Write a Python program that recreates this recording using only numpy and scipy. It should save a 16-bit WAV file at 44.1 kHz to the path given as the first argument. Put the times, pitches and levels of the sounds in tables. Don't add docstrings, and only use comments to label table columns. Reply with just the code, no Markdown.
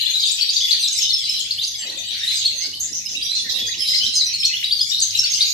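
import sys
import numpy as np
from scipy import signal
from scipy.fft import rfft, irfft
from scipy.io import wavfile
from scipy.ndimage import uniform_filter1d

SR = 44100
rng = np.random.default_rng(int(sys.argv[2]) if len(sys.argv) > 2 else 0)


def dump(signal):
    limited = np.clip(np.atleast_2d(signal).T, -1, 1)
    pcm = np.round(limited * 32767).astype(np.int16)
    wavfile.write(sys.argv[1], SR, pcm)


N = 243873

# (time [s], length [ms], start [Hz], end [Hz], level [dB], left over right [dB])
NEAR_NOTES = [(0.009, 10.5, 4840, 3760, -15, 5), (0.057, 18.0, 3380, 3560, -19.5, 12),
              (0.137, 17.4, 3440, 4180, -14, 1.5), (0.179, 36, 3990, 3770, -24.5, 2),
              (0.191, 25, 4730, 4800, -21.5, 0), (0.195, 30.0, 8160, 6000, -26, 2),
              (0.217, 45, 5470, 3430, -19.5, -2), (0.263, 8.3, 4730, 4690, -23, 22),
              (0.267, 12.6, 7350, 7740, -38, 18), (0.275, 19, 4870, 4810, -24.0, -5),
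              (0.278, 24, 3640, 3680, -23, -2.0), (0.291, 9.5, 5070, 5720, -21, 7),
              (0.312, 16, 6300, 8180, -23.5, 18), (0.37, 28.0, 2650, 3300, -32, 6.0),
              (0.409, 7.3, 3700, 4700, -12, 5), (0.415, 19.4, 4720, 4440, -13, 5),
              (0.483, 27, 3610, 5190, -17, -4), (0.561, 13.5, 3800, 4900, -14, 5),
              (0.574, 79, 6160, 6250, -29, -6), (0.583, 24, 7550, 6400, -29.0, 1),
              (0.593, 33, 5150, 5100, -29, -6), (0.605, 24, 2978, 3590, -16.5, 0),
              (0.632, 34, 3400, 3450, -15.5, 0.0), (0.708, 17, 3600, 5020, -12.5, 6),
              (0.726, 14.5, 3920, 4620, -16, -15), (0.793, 37, 6100, 6080, -25.5, -2),
              (0.8, 35, 8660, 8700, -28, 3), (0.824, 29, 4510, 3670, -15.5, 0),
              (0.827, 14, 5150, 4600, -18.5, 4), (0.832, 24, 9450, 7200, -28, 10),
              (0.86, 23.4, 3020, 3940, -20, -1), (0.876, 17, 5900, 7000, -26.5, -6),
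              (0.876, 13, 5000, 5740, -23.0, 3.0), (0.907, 52, 6800, 6100, -26, -8),
              (0.927, 17, 8350, 7320, -19, 3), (0.963, 44, 8930, 6440, -31, 17.5),
              (0.98, 17.6, 6440, 5100, -16.5, 4.0), (1.008, 37, 7400, 5880, -21, -8),
              (1.025, 12, 5300, 5240, -15.5, 4), (1.033, 14, 3310, 4050, -22.5, 5),
              (1.088, 21, 4730, 3970, -23, -2.5), (1.104, 9.5, 3970, 4520, -12, 1.0),
              (1.112, 17, 3420, 3610, -19, 0.5), (1.131, 20.6, 5370, 5290, -11.5, 0.0),
              (1.169, 46.4, 3260, 3472, -23.5, -0.5), (1.225, 52, 4700, 4770, -24, 0),
              (1.231, 54, 3955, 4034, -22, -1.5), (1.291, 15.5, 4920, 5430, -15.5, -3),
              (1.334, 23.1, 4110, 4020, -29.5, -19), (1.37, 31, 4070, 3780, -27, -2),
              (1.392, 21, 8900, 6300, -24.0, 10), (1.404, 16.5, 2800, 3400, -29, 19),
              (1.415, 29, 6900, 6800, -35, -7), (1.508, 6.6, 3870, 4530, -9.5, 1.5),
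              (1.516, 11, 4360, 5260, -22.5, 0), (1.578, 27, 2560, 3760, -21.5, 0),
              (1.608, 18.5, 3500, 4240, -19, 0.0), (1.619, 39, 6290, 6380, -33, -14),
              (1.63, 23.6, 3900, 5100, -17.5, -4.0), (1.667, 24, 7500, 5730, -24.5, -0.5),
              (1.741, 15.5, 3320, 3470, -24, 0), (1.752, 11.6, 5010, 5030, -24.5, 7),
              (1.78, 27, 6200, 6090, -29, -2), (1.78, 59, 7620, 7400, -30.5, -6),
              (1.818, 28, 4340, 4620, -27.5, -2), (1.845, 20, 2500, 2580, -34, 4),
              (1.855, 41, 1910, 2190, -42, 0.0), (1.862, 25.5, 3850, 3990, -26.5, 4),
              (1.89, 25.5, 3390, 4630, -27.5, -2.5), (1.972, 33.3, 8300, 5750, -35.5, 22),
              (2.203, 62, 1535, 2030, -34.5, 1), (2.228, 21, 3630, 3760, -21, 0.0),
              (2.273, 21, 3686, 4130, -15, -1), (2.31, 22, 5000, 5000, -30, 2),
              (2.328, 57.9, 7860, 7800, -27.5, 2.5), (2.351, 42.5, 6370, 6320, -29.5, 6),
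              (2.377, 39, 7920, 6040, -30.5, -21), (2.45, 21.4, 4064, 4424, -11, 0),
              (2.456, 42, 8940, 7130, -37, 7), (2.474, 15, 2920, 3620, -26, -6),
              (2.555, 81, 6380, 6200, -29.5, -13), (2.6, 73, 1905, 2280, -37.5, 0.0),
              (2.73, 22.4, 2750, 3100, -26, -6), (2.8, 18, 6020, 6670, -25.5, -7.0),
              (2.925, 15, 4900, 5900, -26.5, -12), (3.052, 23, 5300, 5080, -25.5, -9.0),
              (3.058, 25, 2580, 3100, -36, -7), (3.142, 25, 2340, 2930, -25, 0.5),
              (3.16, 30, 3690, 3870, -31, -27), (3.213, 32, 4200, 5160, -23, 1.5),
              (3.231, 49, 5540, 5820, -31.0, -18.5), (3.261, 15, 2940, 4110, -20, 1.0),
              (3.282, 69, 3700, 4204, -23, -8), (3.356, 28, 4450, 4020, -19.5, 1),
              (3.386, 21, 3820, 3370, -23, -12), (3.443, 48, 1908, 1746, -44.5, -25),
              (3.488, 27.5, 4240, 3687, -30.5, -29), (3.54, 39, 3705, 3874, -28, -21),
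              (3.578, 110, 3465, 3390, -24.5, -2), (3.679, 27, 1500, 2135, -34, 0),
              (3.71, 31, 4000, 3700, -28.0, -14), (3.74, 21, 2170, 3350, -29, 0.0),
              (3.781, 42, 5380, 5050, -24.5, -9), (3.805, 42.4, 5510, 5020, -20.5, -9),
              (3.84, 48, 3650, 4210, -23.5, -2.0), (3.875, 28, 4380, 5230, -18, 1),
              (3.9, 37, 5100, 5000, -18.5, -1), (3.93, 20, 1984, 2205, -31, 10.5),
              (3.934, 30, 3930, 4275, -19, 1.0), (3.945, 14, 3040, 3100, -28, 4),
              (3.946, 38, 4860, 4940, -23, 8.0), (3.979, 15.4, 5610, 4880, -21.0, -17),
              (4.004, 25, 2930, 3010, -24.5, 13), (4.024, 33, 5850, 6390, -31, -4.0),
              (4.03, 28.0, 3152, 3140, -17, -1), (4.055, 20.0, 3190, 4220, -19.5, -10),
              (4.119, 56, 4120, 4120, -24.5, -6.0), (4.138, 14.0, 7400, 6470, -27, -6.0),
              (4.152, 34, 6390, 6200, -18, -5), (4.154, 34.4, 5300, 4835, -13.5, 1),
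              (4.194, 38, 4490, 3840, -14.5, 0), (4.245, 62, 6400, 5460, -24, -4),
              (4.333, 30.5, 4290, 4317, -18, -1), (4.382, 59, 5550, 5170, -23, -2),
              (4.422, 13, 1900, 2660, -29.5, 9), (4.432, 11.5, 2650, 4000, -16.5, 0.5),
              (4.442, 21, 3870, 4530, -11.5, 0), (4.445, 25, 4980, 6050, -20, -1),
              (4.446, 41, 8670, 6100, -27, -6), (4.49, 25, 2620, 2600, -29.5, -0.5),
              (4.512, 20, 1966, 2140, -29, 1), (4.53, 23, 2810, 3000, -20.5, -3),
              (4.558, 26, 2920, 3710, -23, 0), (4.627, 14, 1600, 3210, -24, 7.5),
              (4.639, 11.8, 3690, 3940, -13.0, -1.5), (4.646, 23, 5120, 4440, -25, 2),
              (4.706, 11.7, 2730, 3990, -14.5, 0), (4.712, 25.5, 4060, 4860, -12.5, 2),
              (4.79, 12, 4330, 4490, -16.5, -2), (4.797, 26, 3010, 3570, -22, -2.0),
              (4.806, 19, 4880, 5050, -14.5, 2), (4.867, 13, 6800, 7050, -29, 9),
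              (4.887, 26, 8700, 6680, -32, 10), (4.888, 29, 5570, 5610, -27.5, 10),
              (4.913, 19, 3360, 3910, -19, 5.5), (4.93, 10, 1940, 3430, -35, -1.5),
              (4.942, 13, 3566, 4010, -15, -7), (4.985, 11.8, 4470, 4370, -19.5, 4.0),
              (4.993, 14.0, 4820, 6490, -22.5, -5.0), (5.0, 9.6, 9200, 7400, -21.0, 14.5),
              (5.012, 15, 4600, 4790, -19.5, -4), (5.014, 37, 7400, 5840, -16, 2.5),
              (5.105, 7.4, 4030, 5540, -21, 4), (5.147, 18.3, 3340, 4250, -15.5, 4),
              (5.158, 31, 7300, 7450, -26.5, 0.0), (5.17, 13, 7100, 5440, -21, 3),
              (5.186, 18, 5410, 5450, -11.5, -1), (5.198, 10.7, 5450, 6800, -19, -10),
              (5.239, 15.2, 4300, 4540, -10, 1), (5.268, 9.5, 4900, 5100, -22, 9.0),
              (5.3, 51, 6540, 6260, -20.5, -8.5), (5.333, 30, 3620, 5860, -24.5, 19),
              (5.367, 36, 6160, 6000, -27, -11), (5.405, 10.0, 3240, 4130, -11.5, 1),
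              (5.412, 15, 4270, 4250, -12, 0.5), (5.417, 21.4, 5310, 4360, -12, -1),
              (5.422, 9.4, 4130, 3960, -25, -18.0), (5.474, 30, 4930, 5860, -27, -3.0),
              (5.481, 44, 7380, 6340, -26, -13)]


def near_whistles():
    return sing(NEAR_NOTES, crest=0.44)


def sing(rows, crest):
    out = np.zeros((2, N))
    waver = drift(N + SR, turns_per_s=560.0)
    flutter = drift(N + SR, turns_per_s=320.0)
    for row in rows:
        add(out, row[0], whistle(row, crest, waver, flutter))
    return out


HOOK = 0.6
SWELL_DB, EDGE_MS = 10, 0.96
LATER_PER_OCTAVE = 0.23
LEFT_LEAD_S = 0.00019
WAVER_SHARE, FLUTTER_DB = 0.014, 2.52


def whistle(row, crest, waver, flutter):
    time_s, length_ms, start_hz, end_hz, level_db, pan_db = row
    u = np.linspace(0, 1, max(int(length_ms * SR / 1000), 64))
    at = max(int(time_s * SR), 0)
    span = slice(at, at + len(u))

    glide_hz = start_hz + (end_hz - start_hz) * u ** HOOK
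    hz = glide_hz * (1 + WAVER_SHARE * waver[span])

    crest = np.clip(crest + LATER_PER_OCTAVE * abs(np.log2(end_hz / start_hz)), 0.1, 0.9)
    from_crest = np.maximum(1 - u / crest, (u - crest) / (1 - crest))
    edges = np.minimum(np.minimum(u, 1 - u) * length_ms / EDGE_MS, 1)
    level = gain_of(level_db + FLUTTER_DB * flutter[span]) * np.sqrt(2)
    envelope = gain_of(-SWELL_DB * from_crest) * edges * level

    delay_s = LEFT_LEAD_S * np.array([[0], [pan_db > 0]])
    phase = 2 * np.pi * np.cumsum(hz) / SR - 2 * np.pi * hz * delay_s
    below_nyquist = 2 * hz < SR / 2
    tone = np.sin(phase) + gain_of(-26) * np.sin(2 * phase) * below_nyquist
    return tone * envelope * gain_of([[pan_db / 2], [-pan_db / 2]])


# (time [s], length [ms], centre [Hz], width [Hz], level [dB])
NOISY_BANDS = [(0.104, 21, 6200, 2500, -48), (1.286, 36, 7160, 2580, -39), (2.13, 15, 6550, 2020, -42),
               (2.239, 54, 7300, 2600, -37.5), (2.08, 330, 3250, 2010, -36), (2.6, 78, 4600, 1100, -25.5),
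               (2.8, 74, 6820, 1110, -25.5), (2.939, 63, 6050, 1000, -25), (3.94, 54, 4620, 1200, -23),
               (3.079, 78, 5960, 1500, -30.5), (3.34, 77, 5700, 1770, -29.5), (3.49, 48, 5200, 2020, -25),
               (3.587, 23, 4640, 2620, -25.5), (3.86, 150, 6100, 1820, -33.5), (2.79, 25, 11900, 2500, -38),
               (3.219, 56, 10200, 2310, -41), (3.789, 117, 10400, 1990, -38), (5.241, 48, 3350, 1290, -31),
               (5.341, 40, 7600, 1510, -36.5)]


def noisy_bands():
    out = np.zeros((2, N))
    hz = np.fft.rfftfreq(16384, 1 / SR)
    for time_s, length_ms, centre_hz, width_hz, level_db in NOISY_BANDS:
        t = np.arange(int(length_ms * SR / 1000)) / SR
        bell = np.exp(-2 * ((hz - centre_hz) / width_hz) ** 2)
        band = evened(irfft(rfft(rng.standard_normal((2, 16384))) * bell))
        chop = 1 + 0.58 * np.sin(2 * np.pi * 160 * t)
        fade = signal.windows.tukey(len(t), 0.4)
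        add(out, time_s, gain_of(level_db) * band[:, :len(t)] * chop * fade)
    return out


# (time [s], level [dB])
BABBLE_LEVEL = [(0, -25.5), (1, -27), (1.8, -36.5), (2.3, -28), (2.9, -37.5), (3.9, -28), (4.6, -34),
                (5.53, -26.5)]
# (pitch [Hz], level [dB])
BABBLE_COLOUR = [(880, -69), (1500, -14), (1640, -33.5), (1890, -20), (3010, -5.5), (3890, -1.5),
                 (6420, -6), (9000, -33), (11700, -53), (19800, -120)]
BABBLE_NOTES_PER_S = 280


def babble():
    count = int(BABBLE_NOTES_PER_S * N / SR)
    when, height, slope, loudness, length, side = rng.random((count, 6)).T
    time_s = when * N / SR
    pitch_hz = 1500 * (9000 / 1500) ** height
    glide = 1 + 0.601 * (slope - 0.35)
    spread_db = 14.06 * loudness ** 2 - 8.0
    level_db = np.interp(time_s, *np.transpose(BABBLE_LEVEL)) + read(BABBLE_COLOUR, pitch_hz) + spread_db
    length_ms = 6 + 20 * length ** 2
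    pan_db = 16.0 * (side - 0.5)
    start_hz, end_hz = pitch_hz / glide, pitch_hz * glide ** 0.5
    rows = np.transpose([time_s, length_ms, start_hz, end_hz, level_db, pan_db])
    return sing(rows, crest=0.55)


# (frequency [Hz], t60 [s])
WALL_T60 = [(1500, 0.23), (4000, 0.55), (7000, 0.36), (12000, 0.12)]


def room(x, first_ms):
    taps = np.zeros((2, SR // 2))
    at = np.arange(int(first_ms * SR / 1000), SR // 2 - 20, 20)
    at = at + rng.integers(0, 20, (2, SR // 40))[:, :len(at)]
    signs = rng.choice([-1., 1.], (2, SR // 40))[:, :at.shape[1]]
    np.put_along_axis(taps, at, signs, 1)
    hz, t, z = signal.stft(taps, SR, nperseg=128)
    decay = gain_of(-60 * t / read(WALL_T60, hz)[:, None])
    tail = signal.istft(z * decay, SR, nperseg=128)[1]
    return signal.fftconvolve(x, tail / np.linalg.norm(tail[0]), axes=1)[:, :x.shape[1]]


# (frequency [Hz], relative density [dB per Hz])
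HISS_COLOUR = [(3530, -56), (6000, -5.5), (7900, 7), (8890, 2), (12200, 5), (13400, 1), (15000, -84)]


def haze(song):
    power = abs(uniform_filter1d((song ** 2).mean(0), 900))
    follow = (power / power.mean() + 1e-6) ** 0.29
    return gain_of(-40.5) * follow * noise(HISS_COLOUR, likeness=0.042, patchy_db=7.0)


# (time [s], level [dB])
LOW_MID_LEVEL = [(0, -62), (.45, -64.5), (.7, -78), (1.4, -54), (1.75, -59), (1.85, -41), (2.2, -58),
                 (2.35, -105), (2.55, -50.5), (3.4, -54), (3.56, -39.5), (3.8, -50.5), (5.0, -67),
                 (5.25, -70), (5.35, -86), (5.53, -98)]
# (frequency [Hz], relative density [dB per Hz])
LOW_MID_COLOUR = [(130, -70), (220, 6.5), (402, -2.5), (610, 0.5), (1140, -12), (1500, -27), (1950, 4),
                  (3300, -120)]


def low_mid_noise():
    return level_curve(LOW_MID_LEVEL) * noise(LOW_MID_COLOUR, likeness=0.32, patchy_db=6.5)


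# (frequency [Hz], relative density [dB per Hz])
RUMBLE_COLOUR = [(15, -73), (25, -37), (65, -18), (92, -1), (130, -7.5), (190, -12), (260, -18.5),
                 (340, -36), (570, -120)]
# (time [s], level [dB])
RUMBLE_LEVEL = [(0, -61.5), (1, -60.5), (2.5, -55.5), (4, -54), (5.53, -56.5)]


def rumble():
    return level_curve(RUMBLE_LEVEL) * noise(RUMBLE_COLOUR, likeness=0.59, patchy_db=2.0)


# (centre [Hz], width [Hz], level [dB])
HUM_TONES = [(101.7, 16.5, -57), (197.1, 5.5, -65.5)]


def hum():
    hz, out = np.fft.rfftfreq(N, 1 / SR), np.zeros((2, N))
    for centre_hz, width_hz, level_db in HUM_TONES:
        common, left, right = rng.standard_normal((3, N))
        pair = rfft([common + 0.25 * left, common + 0.11 * right])
        resonance = 1 / (1 + ((hz - centre_hz) / (width_hz / 2)) ** 2)
        out += gain_of(level_db) * evened(irfft(pair * resonance, N))
    return out


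def noise(colour, likeness, patchy_db):
    frames, hz = N // 256 + 5, np.fft.rfftfreq(1024, 1 / SR)
    a, b, c, d, patches = rng.standard_normal((frames, 513, 5)).T
    patches = evened(uniform_filter1d(uniform_filter1d(patches, 10, 0), 10, 1))
    left, other = a + 1j * b, c + 1j * d
    right = likeness * left + np.sqrt(1 - likeness ** 2) * other
    z = np.array([left, right]) * gain_of(read(colour, hz)[:, None] + patchy_db * patches)
    return evened(signal.istft(z, nperseg=1024, noverlap=768)[1][:, :N])


def drift(size, turns_per_s):
    span = max(int(SR / turns_per_s), 2)
    return evened(uniform_filter1d(uniform_filter1d(rng.standard_normal(size), span), span))


def gain_of(db):
    return 10 ** (np.asarray(db) / 20)


def evened(x):
    return x / np.sqrt(np.mean(x ** 2) + 1e-20)


def read(points, hz):
    f, value = np.transpose(points)
    return np.interp(np.log(hz + 1), np.log(f + 1), value)


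def level_curve(points):
    return gain_of(np.interp(np.arange(N) / SR, *np.transpose(points)))


def add(mix, time_s, sound):
    part = mix[:, max(round(time_s * SR), 0):][:, :sound.shape[1]]
    part += sound[:, :part.shape[1]]


def scene():
    near, far = near_whistles() + noisy_bands(), babble()
    near_tail = room(near, first_ms=6.)

    lead = SR // 2
    far_with_lead = np.hstack([far[:, ::-1][:, -lead:], far])
    far_tail = room(far_with_lead, first_ms=4.)[:, lead:]

    birds = near + gain_of(-4.5) * near_tail + gain_of(-2.0) * far + gain_of(4.0) * far_tail
    no_lows = signal.butter(6, 1500, "high", fs=SR, output="sos")
    birds = signal.sosfilt(no_lows, birds)
    balance = gain_of([[0.6], [-0.6]])
    return (birds + haze(birds)) * balance + low_mid_noise() + hum() + rumble()


EDGE_HZ = 14800


def record(dry):
    low_pass = signal.firwin(511, EDGE_HZ, window=("kaiser", 9), fs=SR)
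    return signal.oaconvolve(dry, low_pass[None], "same")


dry = scene()
out = record(dry)
dump(out)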